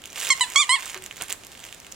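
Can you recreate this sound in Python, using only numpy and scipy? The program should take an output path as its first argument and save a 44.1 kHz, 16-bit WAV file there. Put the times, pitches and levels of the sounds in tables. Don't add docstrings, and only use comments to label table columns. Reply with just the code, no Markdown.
import sys
import numpy as np
from scipy import signal
from scipy.fft import rfft, irfft, next_fast_len
from scipy.io import wavfile
from scipy.ndimage import uniform_filter1d, map_coordinates

SR = 44100
rng = np.random.default_rng(int(sys.argv[2]) if len(sys.argv) > 2 else 0)


def dump_mix(stems):
    frames = np.atleast_2d(stems).T
    limited = np.clip(frames, -1, 1)
    pcm = np.round(limited * 32767).astype(np.int16)
    wavfile.write(sys.argv[1], SR, pcm)


def voltage_ratio(decibels):
    exponent = np.asarray(decibels, float) / 20
    return 10 ** exponent


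N = 85995

# time in seconds, effort in dB.
EFFORT = [(0, -59.5), (0.15, -49.5), (0.161, -36.5), (.21, -30.5), (0.289, -33), (.33, -40.5), (.78, -41),
          (.86, -39), (.97, -47.5), (1.0, -55.5), (1.06, -46.5), (1.09, -55), (1.16, -52.5), (1.22, -40.5),
          (1.275, -50.5), (1.31, -39.5), (1.37, -56.5), (1.66, -47.5), (1.8, -54.5)]
# time in seconds, fold peak in dB, crease peak in dB, note in Hz.
FIRST_SNAPS = [(0.0194, -33, -32.5, 3040), (0.0397, -26, -29.5, 3000), (0.0527, -31, -38, 3450),
               (0.0571, -25, -19.5, 6530), (0.063, -44, -34, 6460), (0.0754, -29, -30, 2930),
               (0.1026, -44, -31, 6420), (0.1223, -34, -31, 6680), (0.13, -24, -27, 3060),
               (0.1474, -37, -32, 2840), (0.159, -19, -27, 2890), (0.1694, -31, -30, 6270),
               (0.1759, -19, -35, 2930), (0.1825, -22, -24, 2450), (0.1966, -29, -22, 3060),
               (0.2018, -18, -16, 2800), (0.2051, -24, -28, 2670), (0.213, -18, -21, 2950),
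               (0.2216, -20, -29, 2970), (0.228, -18, -23, 3010), (0.233, -19, -31, 3360),
               (0.2384, -30, -19.5, 4130), (0.2487, -28, -20, 7450), (0.2538, -27, -30, 2800),
               (0.257, -19, -23, 3100), (0.2613, -30, -29, 2800), (0.27, -10.5, -19, 2710),
               (0.2744, -18, -21, 2670), (0.2902, -30, -15.5, 6720), (0.3683, -33, -35, 6070),
               (0.3774, -20, -35, 4050), (0.3836, -29, -33, 1020), (0.397, -23, -19, 2800),
               (0.5017, -29, -21, 6720), (0.5206, -24, -23.5, 2910), (0.5367, -29, -22, 6850),
               (0.808, -25, -24, 2670), (0.824, -19, -27, 2650), (0.8479, -26, -28, 1640),
               (0.8583, -31.5, -21, 8310), (0.8646, -26, -36, 1250), (0.8785, -28.5, -24, 2800),
               (0.898, -19.5, -24, 2970), (0.9019, -32, -22, 2930), (0.919, -36, -28, 2500),
               (0.9451, -15, -19.5, 2070)]
# time in seconds, fold peak in dB, crease peak in dB, note in Hz.
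LAST_SNAPS = [(0.976, -26, -24, 6200), (1.0226, -26, -24, 8500), (1.0398, -29, -21, 7360),
              (1.0623, -25, -22, 6500), (1.111, -22, -32, 2890), (1.1261, -30, -31, 2110),
              (1.1606, -30, -29, 3230), (1.168, -29, -27, 2860), (1.171, -30, -27, 3000),
              (1.18, -27, -36, 2540), (1.2119, -17, -24, 2970), (1.2212, -22, -17, 8200),
              (1.2227, -26, -12, 9100), (1.2366, -34, -23, 6800), (1.244, -29, -32, 3190),
              (1.2832, -30, -26, 2890), (1.2957, -24, -26, 2970), (1.3, -27, -15, 9730),
              (1.3049, -22, -24, 2840), (1.3084, -20, -20, 3920), (1.3212, -21, -16, 7880),
              (1.3258, -17, -11, 7900), (1.4362, -32, -31, 2970), (1.4489, -40, -29, 6550),
              (1.4685, -43, -26, 12200), (1.5182, -31, -30, 3060), (1.5435, -35, -35, 2840),
              (1.5518, -27, -39, 2940), (1.5763, -30, -34, 2930), (1.5932, -33, -34, 3230),
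              (1.6023, -36, -32, 3320), (1.64, -27, -25, 2890), (1.6515, -29, -27, 2330),
              (1.666, -31, -31, 2890), (1.7265, -23, -26, 3140), (1.7462, -34, -29, 7240),
              (1.8014, -36, -27, 6540), (1.8474, -31, -33, 2760), (1.8674, -29, -29, 2770),
              (1.9186, -38, -27, 6800), (1.9231, -33, -22, 7100)]
CREASE_CYCLES, GLINT_HZ = 15, 10300


def unit(x):
    return x / np.sqrt(np.mean(x ** 2) + 1e-20)


def along(points, hz):
    f, v = np.transpose(points)
    return np.interp(np.log(hz + 1), np.log(f + 1), v)


def wobble(rate_hz):
    knots = rng.standard_normal(int(N * rate_hz / SR) + 4)
    return map_coordinates(knots, [np.arange(N) * rate_hz / SR])


def filtered(x, response):
    m = next_fast_len(N + 8192)
    return irfft(rfft(x, m) * response(np.fft.rfftfreq(m, 1 / SR)), m)[..., :N]


def causal(points):
    def response(hz):
        cepstrum = irfft(np.maximum(along(points, hz), -70) * np.log(10) / 20)
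        half = len(cepstrum) // 2
        cepstrum[1:half] *= 2
        cepstrum[half + 1:] = 0
        return np.exp(rfft(cepstrum))
    return response


def effort_db():
    return np.interp(np.arange(N) / SR, *np.transpose(EFFORT))


def squeaker():
    # time in seconds, reed pitch in Hz, level in dB.
    squeaks = [
        [(.296, 1395, -26), (.304, 1076, -12), (.313, 1075, -16.5), (.321, 1068, -17.5), (.329, 1031, -17.5),
         (.339, 914, -34), (.347, 870, -56)],
        [(.404, 1020, -27), (.4092, 992, -15), (.418, 1007, -18.5), (.425, 999, -18.5), (.431, 966, -22),
         (.443, 870, -26.5), (.456, 837, -38)],
        [(.554, 1450, -20.5), (.5598, 1096, -10), (.569, 1100, -15.5), (.585, 1144, -17), (.605, 1219, -16.5),
         (.628, 1068, -21.5), (.650, 930, -32)],
        [(.688, 1000, -28), (.693, 983, -16.5), (.701, 1002, -18), (.725, 1053, -17), (.748, 1115, -19),
         (.754, 1074, -20.5), (.763, 938, -25), (.786, 820, -40.5)],
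    ]
    # frequency in Hz, gain in dB.
    outlets = [
        [(530, -27), (2140, -1), (3200, -9.5), (4300, -8), (5350, -14.5), (7500, -6.5), (9600, -21.5),
         (11800, -39)],
        [(530, -21), (1000, -5), (4050, 0), (5900, -26), (7050, -7), (8050, 0), (10000, -18.5), (12000, -27)],
        [(530, -32), (1130, -7), (2270, -1), (3450, 0), (5000, -14), (7200, -4), (9000, -15.5), (11300, -36)],
        [(530, -21), (1020, -3.5), (2150, 1), (4200, -4), (6200, -26), (8300, -2.5), (10300, -25), (12500, -40)],
    ]
    wakes_db, dulls_db = 4.5, 0.11
    jitter, shimmer_db, uneven_db = 0.0013, -0.5, 1.32
    smear_rad = 0.11
    air_db, edge_s = -24, 0.0028
    hiss_db, hiss_hz = -20, 8130
    out = np.zeros(N)
    t = np.arange(N) / SR
    k = np.arange(1, 14)[:, None]
    for i, rows in enumerate(squeaks):
        s, hz, db = np.transpose(rows)
        level_db = np.interp(t, s, db)
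        pitch_hz = np.interp(t, s, hz) * (1 + jitter * wobble(330))
        phase = 2 * np.pi * np.cumsum(pitch_hz) / SR
        starting = t < s[1]
        change_db = level_db - np.where(starting, db[1], db[2])
        tilt_db = np.where(starting, wakes_db, dulls_db) * change_db * (k - 1)
        waves = np.cos(k * phase + smear_rad * k ** 2)
        drift_db = uneven_db * np.array([wobble(90.14) for _ in k])
        pulses = (voltage_ratio(np.minimum(tilt_db, 1) + drift_db) * waves).sum(0)
        pulses = pulses * voltage_ratio(shimmer_db * wobble(150))
        air = voltage_ratio(air_db) * rng.standard_normal(N) * (1 + np.cos(phase))
        gate = np.clip(np.minimum(t - s[0], s[-1] - t) / edge_s, 0, 1)
        colour = causal(outlets[i])
        scale = np.std(filtered(waves.sum(0), colour)[gate > 0.5])
        sign = (-1) ** (i + 1)
        out += sign * filtered((pulses + air) * gate * voltage_ratio(level_db), colour) / scale

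        leak = unit(filtered(rng.standard_normal(N),
                             lambda f: np.exp(-(np.log((f + 1) / hiss_hz) / 0.21) ** 2)))
        leak_db = hiss_db + db.max() + 0.47 * (level_db - db.max())
        opening = np.clip((t - s[1]) / (s[-3] - s[1]), 0, 1)
        out += leak * gate * voltage_ratio(leak_db) * opening
    return out


def snaps(s, db, hz, cycles):
    lag_s, puff_t60_s, tone_share, spike_size = -0.0001, 0.0059, 0.67, 0.58
    t = np.arange(300) / SR
    draw = rng.standard_normal((len(s), len(t)))
    ring = np.sin(2 * np.pi * hz[:, None] * t) * voltage_ratio(-60 * t * hz[:, None] / cycles)
    spike = spike_size * np.sign(draw[:, :1]) * ((t == 0) - 1. * (t == t[2]))
    puff = draw * voltage_ratio(-60 * t / puff_t60_s)
    grain = spike + tone_share * ring + (1 - tone_share) * puff
    grain = grain * (voltage_ratio(db) / abs(grain).max(1))[:, None]
    where = np.round((s + lag_s) * SR).astype(int)[:, None] + np.arange(len(t))
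    return np.bincount(np.maximum(where, 0).ravel(), grain.ravel(), N + SR)[:N]


def folds():
    # frequency in Hz, gain in dB.
    fold_colour = [(250, -20), (900, -3), (3500, 2.5), (6500, -17.5)]
    # frequency in Hz, gain in dB.
    crease_colour = [(2500, -22), (5500, 1.5), (12000, 1), (16000, -11.5)]
    usual_fold_hz, usual_crease_hz, split_hz = 2800, 7000, 4500
    s, fold_db, crease_db, hz = np.vstack([FIRST_SNAPS, LAST_SNAPS]).T
    low = hz < split_hz
    fold = snaps(s, fold_db + 3, np.where(low, hz, usual_fold_hz), cycles=8)
    crease = snaps(s, crease_db + 2, np.where(low, usual_crease_hz, hz), CREASE_CYCLES)
    return filtered(fold, causal(fold_colour)) + filtered(crease, causal(crease_colour))


def film():
    # frequency in Hz, density in dB per Hz.
    film_colour = [(250, -21), (600, -6), (1500, -4.5), (2900, -4.5), (4600, -7.5), (7800, -4),
                   (11000, -11), (16000, -20)]
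    crackle_per_s, spread_db, clump_db = 2500, 4.5, 2.5
    fold_hz, crease_hz, fold_share, pitch_scatter = 2970, 7440, 0.55, 0.26
    crackle_db, rustle_db = -0.26, -5
    u = rng.random((round(crackle_per_s * N / SR), 2))
    hz = np.where(rng.random(len(u)) < fold_share, fold_hz, crease_hz)
    hz = np.clip(hz * np.exp(pitch_scatter * rng.standard_normal(len(u))), 800, 15000)
    small = snaps(u[:, 0] * N / SR, -spread_db * np.log(u[:, 1] + 0.01), hz, cycles=13.5)
    crackle = unit(filtered(small * voltage_ratio(clump_db * wobble(70)), causal(film_colour)))
    rustle = rng.standard_normal(N) * voltage_ratio(2.5 * wobble(90))
    rustle = unit(filtered(rustle, causal(film_colour)))
    return voltage_ratio(effort_db()) * (voltage_ratio(crackle_db) * crackle + voltage_ratio(rustle_db) * rustle) + folds()


def glints():
    glint_db, fizz_db = -7, -9
    s, _, crease_db, _ = np.vstack([FIRST_SNAPS, LAST_SNAPS]).T
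    draw = rng.standard_normal((2, 2, len(s)))
    pair = np.array([snaps(s, crease_db + glint_db + 2 * a, GLINT_HZ * np.exp(b / 8), CREASE_CYCLES)
                     for a, b in draw])
    fizz = voltage_ratio(fizz_db + effort_db()) * rng.standard_normal((2, N))
    return filtered(pair + fizz, lambda hz: hz ** 4 / (hz ** 4 + GLINT_HZ ** 4))


def bulb():
    # start in seconds, length in seconds, level in dB.
    drags = [
        (0.948, 0.043, -37.5),
        (1.2, 0.055, -38),
        (1.293, 0.067, -42.5),
    ]
    # frequency in Hz, density in dB per Hz.
    drag_colour = [(59, -30), (380, -1), (1780, -0.5), (4560, -9), (7800, -65)]
    pop_s, pop_hz, pop_db, pop_rise_s, pop_t60_s = 0.953, 374, -37, 0.0079, 0.24
    t = np.arange(N) / SR
    stroke = np.zeros(N)
    for s, length_s, db in drags:
        fade = np.clip(1 - (t - s) / length_s, 0, 1) ** 0.6
        stroke += voltage_ratio(db) * np.clip((t - s) / 0.0029, 0, 1) * fade
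    drag = unit(filtered(rng.standard_normal(N) * voltage_ratio(2.4 * wobble(200)), causal(drag_colour)))
    u = np.maximum(t - pop_s, 0)
    pop = voltage_ratio(pop_db - 60 * u / pop_t60_s + 0.89 * wobble(39.0)) * (1 - np.exp(-u / pop_rise_s))
    return stroke * drag + pop * np.sin(2 * np.pi * pop_hz * u)


def thumps():
    # time in seconds, frequency in Hz, level in dB.
    shoves = [
        (.352, 210, -41),
        (1.221, 190, -34),
    ]
    t60_s = 0.019
    out = np.zeros(N)
    for s, hz, db in shoves:
        u = np.maximum(np.arange(N) / SR - s, 0)
        out += voltage_ratio(db - 60 * u / t60_s) * np.sin(2 * np.pi * hz * u)
    return out


def scatter(x):
    # frequency in Hz, gain in dB.
    body_colour = [(2000, -21.5), (6000, -9.5), (13000, -5.5)]
    t60_s = 0.025
    t = np.arange(500) / SR
    burst = rng.standard_normal((2, len(t))) * voltage_ratio(-60 * t / t60_s)
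    burst /= np.linalg.norm(burst, axis=1, keepdims=True)
    echoes = signal.fftconvolve(x[None], burst, axes=1)[:, :N]
    return filtered(echoes, lambda hz: voltage_ratio(along(body_colour, hz)))


def corners(x):
    # frequency in Hz, width in Hz, level in dB.
    modes = [(996, 7.3, -3), (1068, 6.8, -7)]

    def response(f):
        return sum(voltage_ratio(db) * 1j * f * w / (c * c - f * f + 1j * f * w) for c, w, db in modes)
    return filtered(x, response)


def room(x):
    # frequency in Hz, t60 in seconds.
    decay = [(300, 0.4), (1000, 0.53), (3000, 0.22), (12000, 0.39)]
    tail_db, early_db = -12.5, -17
    hz, t, z = signal.stft(rng.standard_normal((2, SR // 2)), SR, nperseg=256)
    fade = voltage_ratio(-60 * t / along(decay, hz)[:, None])
    tail = signal.istft(z * fade, SR, nperseg=256)[1]
    tail *= voltage_ratio(tail_db) / np.linalg.norm(tail[0])
    for ear in tail:
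        ear[rng.integers(10, 500, size=7)] += voltage_ratio(early_db) * rng.normal(0, 0.86, size=7)
    return signal.fftconvolve(np.pad(x, (60, 0))[None], tail, axes=1)[:, :N]


def hush():
    # frequency in Hz, density in dB.
    hush_colour = [(12, -43), (25, -6), (351, -7), (2400, -15), (3940, -16.5), (13600, -28.5), (16500, -40)]
    # frequency in Hz, correlation from 0 to 1.
    likeness = [(60, 0.76), (500, 0.47), (15000, 0.08)]
    level_db = -50

    def mid_side(hz):
        angle = np.arccos(np.clip(along(likeness, hz), -1, 1)) / 2
        return voltage_ratio(along(hush_colour, hz)) * [np.cos(angle), np.sin(angle)]
    mid, side = filtered(rng.standard_normal((2, N)), mid_side)
    return voltage_ratio(level_db + wobble(5.74)) * unit(np.array([mid + side, mid - side]))


def scene():
    # frequency in Hz, left minus right in dB.
    balance = [(100, 2), (700, -3), (2500, -5), (8000, -5), (15000, -6)]
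    duck_from_db, duck_ratio, duck_s = -34, 0.35, 0.038
    hush_ducks = 1.7
    lag_s = 0.000022
    reed = squeaker()
    loud_db = 10 * np.log10(abs(uniform_filter1d(reed ** 2, SR // 200)) + 1e-12)
    keep = np.exp(-1 / (duck_s * SR))
    cut_db = -duck_ratio * np.maximum(loud_db - duck_from_db, 0)
    duck = voltage_ratio(signal.lfilter([1 - keep], [1, -keep], cut_db))
    toy = reed + duck * (film() + bulb() + thumps())
    side = np.array([[1], [-1]])

    def placed(hz):
        return voltage_ratio(side * along(balance, hz) / 2) * np.exp(-1j * np.pi * side * hz * lag_s)
    near = toy + room(toy) + scatter(toy) + corners(reed) + duck * glints()
    return filtered(near, placed) + duck ** hush_ducks * hush()


def roll_off(x):
    return signal.sosfilt(signal.butter(12, 16990, fs=SR, output="sos"), x)


def record(dry):
    top_hz, ceiling = 16500, 0.98
    dry = filtered(dry, lambda hz: hz < top_hz)
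    mix = dry / (1 + abs(dry / ceiling) ** 10) ** (1 / 10)
    return roll_off(mix)


dry = scene()
out = record(dry)
dump_mix(out)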